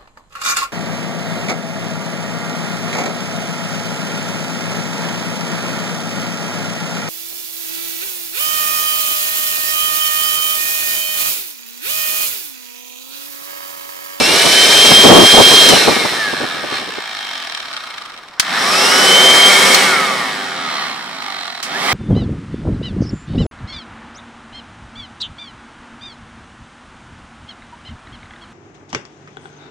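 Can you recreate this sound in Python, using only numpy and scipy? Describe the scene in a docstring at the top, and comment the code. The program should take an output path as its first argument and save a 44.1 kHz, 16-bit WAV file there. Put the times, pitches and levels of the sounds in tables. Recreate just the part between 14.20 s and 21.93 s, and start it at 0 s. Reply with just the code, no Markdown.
"""In a room, close above a wooden table, a small electric air pump is switched off and on twice.
At speed its impeller whines and rushes; coasting down, the rotor rubs and rattles once a turn.
One shaft speed drives these sounds. At first the air stream buffets the microphone, which overloads;
then the outlet is turned up, and at the end the pump moves off to the right."""
import sys
import numpy as np
from scipy import signal
from scipy.fft import rfft, irfft
from scipy.io import wavfile
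from scipy.ndimage import uniform_filter1d, map_coordinates

SR = 44100
rng = np.random.default_rng(int(sys.argv[2]) if len(sys.argv) > 2 else 0)


def log_audio(samples):
    """Write samples as a 16-bit WAV file to the path given in sys.argv[1]."""
    # one column per channel
    frames = np.atleast_2d(samples).T
    # limit to full scale, then quantise
    limited = np.clip(frames, -1, 1)
    pcm = np.round(limited * 32767).astype(np.int16)
    wavfile.write(sys.argv[1], SR, pcm)


N = 340893
T = np.arange(N) / SR
FULL_HZ = 200  # full shaft speed


def undb(db):
    """Decibels to gain."""
    return 10 ** (np.asarray(db) / 20)


def curve(table, column=1):
    """Table column, interpolated over time."""
    rows = np.array(table, float)
    return np.interp(T, rows[:, 0], rows[:, column])


def swell(centre_s, sigma_s):
    """Gaussian envelope."""
    return np.exp(-.5 * ((T - centre_s) / sigma_s) ** 2)


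def strike(start_s, decay_s):
    """Instant attack, exponential decay."""
    return (T >= start_s) * np.exp(-np.abs(T - start_s) / decay_s)


def walk(rate_hz):
    """Smoothed random steps, unit spread."""
    hold = int(SR / rate_hz)
    steps = np.repeat(rng.standard_normal(N // hold + 1), hold)
    smooth = uniform_filter1d(uniform_filter1d(steps, hold), hold)[:N]
    return smooth / smooth.std()


def stereo_noise(side_db):
    """White mid/side noise, unit power."""
    mid, side = rng.standard_normal((2, N))
    width = undb(side_db)
    return (mid + width * side * np.array([[1], [-1]])) / np.hypot(1, width)


def colour(x, spectrum, resonances=(), size=4096):
    """Minimum-phase filter, unit power gain: a spectrum plus resonances."""
    bins_hz = np.fft.rfftfreq(size, 1 / SR)
    hz, db = np.transpose(spectrum)
    db = np.interp(np.log(bins_hz + 1), np.log(hz), db)
    for centre_hz, width_hz, lift_db in resonances:
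        db = db + lift_db / (1 + (2 * (bins_hz - centre_hz) / width_hz) ** 4)
    cepstrum = irfft(np.log(undb(db)))
    cepstrum[1:size // 2] *= 2
    cepstrum[size // 2 + 1:] = 0
    response = irfft(np.exp(rfft(cepstrum)))
    return signal.oaconvolve(np.atleast_2d(x), response[None] / np.linalg.norm(response))[:, :N]


def ring(x, centre_hz, width_hz):
    """Band-pass resonance, unit RMS."""
    edges_hz = [centre_hz - width_hz / 2, centre_hz + width_hz / 2]
    band = signal.sosfilt(signal.butter(2, edges_hz, "band", fs=SR, output="sos"), x)
    return band / band.std()


def speed_gain(hz, full_db, db_per_decade):
    """Power law of shaft speed."""
    return undb(full_db + db_per_decade * np.log10(hz / FULL_HZ))


# Background spectrum: (frequency [Hz], level [dB])
ROOM_SPECTRUM = [(25, -5), (100, -4), (250, 1.5), (500, 3), (1000, 8.5), (3000, -7), (8000, -37),
                 (16000, -42)]


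def room_tone():
    """Faint steady noise of the room."""
    return colour(stereo_noise(side_db=-16), ROOM_SPECTRUM) * undb(-43)


def reflections(x, t60_s=.15, wet_db=-11):
    """Table and walls return a short tail, different on each side."""
    t = T[:SR // 3]
    tail = rng.standard_normal((2, len(t))) * np.exp(-np.log(1000) * t / t60_s) * (t > .002)
    tail /= np.linalg.norm(tail, axis=1, keepdims=True)
    return signal.oaconvolve(x.mean(axis=0)[None], tail, axes=1)[:, :N] * undb(wet_db)


# Aim of the stream at the microphone: (time [s], gain [dB])
STREAM_AIM = [(0, -6), (.5, -9.5), (.8, -1.5), (1.05, 4), (1.11, -21), (1.16, -0.5), (1.72, -1),
              (1.85, -7.5), (2.78, -1.5), (2.83, -30)]
# Single buffets: (time [s], level [dB], sigma [s])
WIND_BUFFETS = [(.012, -12, 0.013), (0.719, -1.5, 0.0037), (0.859, 1, 0.011), (0.911, 2.5, 0.013),
                (0.973, -0.5, 0.039), (1.144, -2, 0.0049), (1.194, 1.5, 0.017), (1.529, -7, 0.014),
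                (1.682, -9, .006), (1.769, -13, 0.0051), (1.856, -13, 0.006), (2.137, -15, 0.0039),
                (2.244, -20.5, 0.008), (2.442, -21.5, 0.007), (2.526, -23, 0.0055), (2.691, -26, 0.0046),
                (2.786, -22, 0.0041)]
# Wind spectrum: (frequency [Hz], level [dB])
WIND_SPECTRUM = [(25, -24), (70, -16.5), (130, -6.5), (250, 0), (450, 1), (700, -3), (1100, -6),
                 (2000, -25.5), (5000, -62)]


def wind(hz):
    """Eddies hit the microphone, weaker as the impeller slows, until the stream is turned away."""
    eddies_db = 3.4 * walk(80) + walk(22)
    stream = speed_gain(hz, full_db=-13.5, db_per_decade=39) * undb(curve(STREAM_AIM) + eddies_db)
    stream *= T < STREAM_AIM[-1][0]
    buffets = sum(undb(db) * swell(time_s, sigma_s) for time_s, db, sigma_s in WIND_BUFFETS)
    return colour(stereo_noise(side_db=-4), WIND_SPECTRUM) * np.hypot(stream, buffets)


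# Rocker throws: (time [s], power after [0/1], click level [dB], decay [s])
SWITCH_THROWS = [(1.488, 0, 4, 0.0058), (4.197, 1, 3, 0.0047), (5.545, 0, 2.5, 0.0051),
                 (7.428, 1, -14.5, 0.025)]
# Click spectrum: (frequency [Hz], level [dB])
CLICK_SPECTRUM = [(50, -16), (250, -27), (500, -21), (900, -3.5), (1700, 3), (2900, 1.5), (4400, 4.5),
                  (5600, 2.5), (7000, -2.5), (8700, -2), (12000, -14.5), (16000, -15)]


def switch_clicks():
    """The rocker snaps over; the shell rings briefly."""
    snaps = sum(undb(db) * strike(time_s, decay_s) for time_s, _, db, decay_s in SWITCH_THROWS)
    return colour(stereo_noise(side_db=-1) * snaps, CLICK_SPECTRUM)


def powered(clock_s):
    """1 while the switch is on, else 0."""
    on = np.ones(len(clock_s))
    for time_s, power, *_ in SWITCH_THROWS:
        on[clock_s >= time_s] = power
    return on


def shaft_speed(start_hz=162, spin_up_s=.234, air_drag=.006684, bearing_drag_hz_per_s=20.65):
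    """Speed in Hz: power pulls the rotor to full speed; without it, air and bearings brake it."""
    step_s = .001
    clock_s = np.arange(0, T[-1], step_s)
    hz, speeds = start_hz, []
    for on in powered(clock_s):
        hz_per_s = (FULL_HZ - hz) / spin_up_s if on else -(air_drag * hz ** 2 + bearing_drag_hz_per_s)
        hz += hz_per_s * step_s
        speeds.append(hz)
    return np.interp(T, clock_s, speeds)


def torque_gain(hz, at_rest_db=4.5):
    """The motor labours while pulling the rotor up to speed."""
    on = uniform_filter1d(powered(T), SR // 100)
    return undb(at_rest_db * on * (1 - hz / FULL_HZ) ** 2)


# Outlet direction: (time [s], tilt [0-1])
OUTLET_TILT = [(3.5, 0.09), (4.7, 0.98)]


def tilt():
    """0 = outlet facing the microphone, 1 = pointing up."""
    return curve(OUTLET_TILT)


# Shell modes: (frequency [Hz], width [Hz], lift facing [dB], lift tilted up [dB])
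HOUSING_MODES = [(588, 28, 4, 6), (678, 17, 5, 3), (770, 205, -0.5, 5), (1020, 170, -3.5, -0.5),
                 (1197, 170, 2.5, 7.5), (1222, 45, -4, -7), (1410, 120, -4, 1), (1666, 90, 4, 1),
                 (1870, 124, 3.5, 5), (2000, 120, -1.5, 4.5), (2168, 96, 7, 8), (2350, 105, 6, 0.5),
                 (2750, 120, 0.5, -5), (3218, 120, 6, 4.5), (3687, 186, 8.5, 4), (4110, 360, 7.5, 3),
                 (4444, 170, -3.5, -3.5), (4520, 110, 5.5, 6), (5350, 760, 5, 2.5),
                 (6600, 1300, -2.5, -3.5), (6810, 120, -3, 7.5), (7870, 130, 2, 7), (8770, 1050, 3, 3)]


def housing(x, spectrum):
    """The plastic shell's resonances change strength as the pump tilts."""
    modes, up = np.array(HOUSING_MODES), tilt()
    return (1 - up) * colour(x, spectrum, modes[:, :3]) + up * colour(x, spectrum, modes[:, [0, 1, 3]])


def hiss_gain(hz):
    """Flow hiss rises steeply with speed; when slow, only the rub's own hiss is left."""
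    flow = speed_gain(hz, full_db=-16, db_per_decade=71) * undb(-3.5 * tilt())
    return np.hypot(flow, rub_gain(hz) * undb(-26))


# Turbulence spectrum: (frequency [Hz], level [dB])
HISS_SPECTRUM = [(40, -46), (150, -16.5), (400, 4), (900, -3.5), (2000, -2), (3300, 0.5), (4500, -1),
                 (6000, -1), (8000, -6), (10000, -7.5), (13000, -16), (15500, -26)]


def air_hiss(hz, throb):
    """Turbulence hisses through the housing."""
    stream = stereo_noise(side_db=-8) * undb(.61 * walk(60)) * hz / (hz + 14)
    return housing(stream * throb, HISS_SPECTRUM) * hiss_gain(hz) * undb(8.5)


# Roar spectrum: (frequency [Hz], level [dB])
ROAR_SPECTRUM = [(25, -34), (90, -21), (130, -25), (180, 4.5), (270, -2), (315, -23.5), (380, 13),
                 (450, -2), (510, 11), (700, 0), (1100, 0.5), (2200, -39), (2600, -24), (6000, -52)]
# Outlet air resonance: (frequency [Hz], width [Hz])
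OUTLET_MODE = (234, 135)


def outlet(hz, hum_from_hz=74, facing_db=-14.5):
    """Air in the outlet hums hollowly when slow and roars when fast."""
    stream = stereo_noise(side_db=-74) * undb(walk(30))
    roar = colour(stream, ROAR_SPECTRUM) * speed_gain(hz, full_db=-20, db_per_decade=41.5)
    filled = 1 / (1 + (hum_from_hz / hz) ** 3)
    hum = ring(stereo_noise(side_db=-29), *OUTLET_MODE) * undb(-30) * filled
    return (roar + hum) * torque_gain(hz) * undb(facing_db * (1 - tilt()))


# Hard catches of the slow rotor: (time [s], level [dB])
CATCHES = [(3.323, -23), (3.349, -13), (3.375, -25), (3.402, -20), (3.536, -17), (3.566, -17), (3.782, -19),
           (3.821, -26), (3.859, -29), (3.902, -32), (3.976, -27), (7.021, -22)]
# Tick spectrum: (frequency [Hz], level [dB])
TICK_SPECTRUM = [(100, -26), (500, -26), (1000, -1), (3300, 8), (5500, 1), (7000, -4), (9500, -9),
                 (12000, -21), (15500, -41)]


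def brush_ticks(turns, hz, below_hz=45, decay_s=.0022):
    """At low speed the brushes snap over the commutator twice a turn; some turns catch harder."""
    half_turn = (2 * turns).astype(int)
    force = undb(3.5 * rng.standard_normal(half_turn[-1] + 1))[half_turn]
    age_s = (2 * turns % 1) / (2 * hz)
    gain = hiss_gain(hz) * undb(33) / (1 + (hz / below_hz) ** 4)
    snaps = force * np.exp(-age_s / decay_s) * gain
    snaps += sum(undb(db) * strike(time_s, decay_s=.0028) for time_s, db in CATCHES)
    return housing(snaps * stereo_noise(side_db=5), TICK_SPECTRUM)


# Motor harmonics: (order [per turn], relative level driven [dB], coasting [dB])
MOTOR_ORDERS = [(3, -17, -20), (5, -14, -18), (7, -21, -22), (8, -13, -23), (9, -16.5, -15), (10, -22, -19),
                (11, -24, -15), (12, -26, -18), (13, -30, -19), (14, -26, -17), (15, -28, -20),
                (16, -30, -15.5), (18, -24, -17), (20, -26, -17), (24, -23, -17), (26, -21, -19)]


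def motor_tones(turns, hz, swell_db=3):
    """Multiples of the shaft rate swell and fade; the upper ones stand out when coasting."""
    on = uniform_filter1d(powered(T), SR // 12)
    shaken_turns = turns + .0035 * walk(45)
    tones = 0
    for order, driven_db, coasting_db in MOTOR_ORDERS:
        radiated = 1 / (1 + (600 / (order * hz)) ** 2)
        phase = 2 * np.pi * (order * shaken_turns + rng.random())
        level_db = on * driven_db + (1 - on) * coasting_db + swell_db * walk(9)
        tones += np.sin(phase) * radiated * undb(level_db)
    return tones * undb(-5)


# Loose-rotor spells: (start [s], end [s], extra rub [dB], extra scrape share [0-1])
RATTLE_SPELLS = [(2.003, 2.45, -0.5, 0.08), (2.684, 3.418, 0, .17), (3.646, 3.88, 0.5, .15),
                 (7.013, 7.417, 2, 0.32)]


def rattle(column):
    """Extra rub or scrape while the loose rotor rattles, 0 between spells."""
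    spells = sum(float(row[column]) * ((T > row[0]) & (T < row[1])) for row in RATTLE_SPELLS)
    return uniform_filter1d(spells, SR // 100)


def contact_pressure(turns, hz, slow_share=.41, fast_share=.23, crossover_hz=77):
    """The rotor presses hardest on one side: one scrape a turn, strongest when slow."""
    slow = 1 / (1 + (hz / crossover_hz) ** 6)
    share = fast_share + (slow_share - fast_share) * slow + rattle(column=3)
    scrape = np.exp(2.1 * np.cos(2 * np.pi * turns))
    return np.sqrt(1 - share + share * scrape / scrape.mean())


def rough_spots(turns, hz, count=90, fade_hz=160):
    """The same rough spots tick past on every turn; the pattern fades at speed."""
    angle_turns, height = rng.random(count), rng.standard_normal(count)
    passes = np.arange(int(turns[-1]))[:, None] + angle_turns
    force = height * undb(.53 * rng.standard_normal(passes.shape))
    onsets = np.interp(passes, turns, np.arange(N)).astype(int)
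    ticks = np.bincount(onsets.ravel(), force.ravel(), N)
    running_rms = np.sqrt(uniform_filter1d(ticks ** 2, SR // 8) + 1e-4)
    return ticks / running_rms / (1 + (hz / fade_hz) ** 6)


# Rub spectrum: (frequency [Hz], level [dB])
RUB_SPECTRUM = [(60, -28), (150, -32), (250, -12.5), (350, -20), (560, -15.5), (680, -5), (1000, -3),
                (1500, 0), (2200, -5), (3200, -4.5), (4300, -8.5), (6000, -13), (9000, -23), (15000, -34.5)]
# Ringing bands; the bright one near 5.3 kHz swells as the whine's octave rises during spin-up:
# (time [s], sigma [s], extra rub [dB], band centre [Hz], band width [Hz], band level [dB])
BAND_SWELLS = [(.3, 0.39, -.5, 2325, 130, -25), (1.446, 0.21, 3, 4070, 170, -18),
               (2.15, 0.19, 0.5, 1680, 153, -30), (2.56, 0.035, 6, 4220, 300, -32),
               (2.75, 0.17, 0, 1750, 150, -38), (3.122, 0.16, 4, 3215, 220, -32.5),
               (3.612, 0.25, 4, 1270, 330, -35.5), (4.378, 0.096, 1.5, 1480, 796, -22),
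               (4.687, 0.18, 1.5, 5330, 700, -18.5), (5.36, 0.34, 2, 2218, 140, -17),
               (6.594, 0.12, 5.5, 4170, 350, -29.5), (7.22, .2, 3.5, 4060, 500, -29),
               (7.73, 0.056, 2.5, 2100, 280, -19)]


def rotor_rub(turns, hz):
    """The rotor ticks and rasps against the housing; narrow bands swell and ring over it."""
    pressure = contact_pressure(turns, hz)
    ticks = rough_spots(turns, hz) * undb(-6)
    rasp = stereo_noise(side_db=-3.5) * undb(-3)
    contact = ticks + rasp + motor_tones(turns, hz)
    rub = housing(contact * pressure, RUB_SPECTRUM) * rub_gain(hz) * undb(4)
    drive = stereo_noise(side_db=-18) * pressure
    for time_s, sigma_s, _, centre_hz, width_hz, db in BAND_SWELLS:
        rub += ring(drive, centre_hz, width_hz) * undb(db) * swell(time_s, sigma_s)
    return rub


def rub_gain(hz, stall_hz=16.4):
    """The rub follows speed, torque, tilt, band swells and rattling; it dies near a stall."""
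    coasting = 1 - uniform_filter1d(powered(T), SR // 100)
    stall = 1 + coasting * (stall_hz / hz) ** 4
    swell_db = sum(db * swell(time_s, sigma_s) for time_s, sigma_s, db, *_ in BAND_SWELLS)
    boost = undb(2 * tilt() + swell_db + rattle(column=2)) * torque_gain(hz)
    return speed_gain(hz, full_db=-19, db_per_decade=23) * boost / stall


# Duct air resonances: (frequency [Hz], width [Hz], lift [dB])
DUCT_MODES = [(1710, 230, 15), (3250, 237, 8.5), (3640, 350, 12), (5330, 750, 18)]


def duct_gain(pitch_hz):
    """A tone swells as it sweeps through the duct's resonances."""
    return undb(sum(lift_db / (1 + (2 * (pitch_hz - centre_hz) / width_hz) ** 2)
                    for centre_hz, width_hz, lift_db in DUCT_MODES))


# Blade tone beaming past the microphone as the pump is turned: (time [s], gain [dB])
WHINE_BEAM = [(0, -3), (.5, -1), (.82, 5), (.95, 2.5), (1.48, 0), (1.6, -2), (2, -5), (4.5, -8), (5.05, 6),
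              (5.3, -5), (5.52, -8), (5.62, -6), (6.1, -21), (7.73, -1)]


def impeller_whine(turns, hz, tone_order=16, octave_db=-16):
    """The eight blades drive a fluttering tone at twice their passing rate, and its octave."""
    phase = tone_order * 2 * np.pi * turns + .14 * walk(70)
    phase = phase + np.array([[0], [.5]])  # reaches the two capsules out of step
    flutter_db = walk(9) + 1.5 * walk(35) + walk(160)
    tone = np.sin(phase) * duct_gain(tone_order * hz)
    octave = np.sin(2 * phase) * duct_gain(2 * tone_order * hz) * undb(octave_db)
    gain = speed_gain(hz, full_db=-18.5, db_per_decade=55) * undb(curve(WHINE_BEAM) + flutter_db)
    return np.sqrt(2) * (tone + octave) * gain


# Pump position: (time [s], left minus right [dB], gain [dB])
PUMP_PATH = [(0, -.6, 0), (5.6, -.4, 0), (6.2, -1.1, -2.2), (7.1, -3.3, -3.8), (7.5, -3.3, -5),
             (7.73, -3.2, -1.5)]


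def move_right(pump):
    """Drawn to the right, the pump reaches the left capsule later and weaker."""
    pan_db = curve(PUMP_PATH)
    delay_samples = np.clip(-2 * pan_db - 1.5, 0, 3)
    left = map_coordinates(pump[0], [np.arange(N) - delay_samples], order=3, mode="nearest")
    gain_db = curve(PUMP_PATH, column=2) + np.array([pan_db, -pan_db]) / 2
    return np.array([left, pump[1]]) * undb(gain_db)


def scene():
    """The pump and its reflections, wind on the microphone, room tone."""
    hz = shaft_speed()
    turns = np.cumsum(hz) / SR
    turns -= np.interp(CATCHES[0][0], T, turns) % 1  # scrape at the angle of the first catch
    throb_depth = 1 / (1 + (hz / 125) ** 8)  # hiss and whine throb below full speed
    throb = contact_pressure(turns, hz) ** throb_depth
    body = rotor_rub(turns, hz) + brush_ticks(turns, hz)
    body += air_hiss(hz, throb) + outlet(hz) + switch_clicks()
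    whine = impeller_whine(turns, hz) * throb
    pump = body + whine + reflections(body + .5 * whine)
    return move_right(pump) + wind(hz) + room_tone()


def record(dry, cutoff_hz=15700):
    """The input stage soft-clips the loudest peaks; a steep low-pass cuts the top."""
    clipped = dry / (1 + np.abs(dry) ** 8) ** (1 / 8)
    return signal.sosfilt(signal.ellip(10, .1, 70, cutoff_hz, fs=SR, output="sos"), clipped)


dry = scene()
out = record(dry)
log_audio(out)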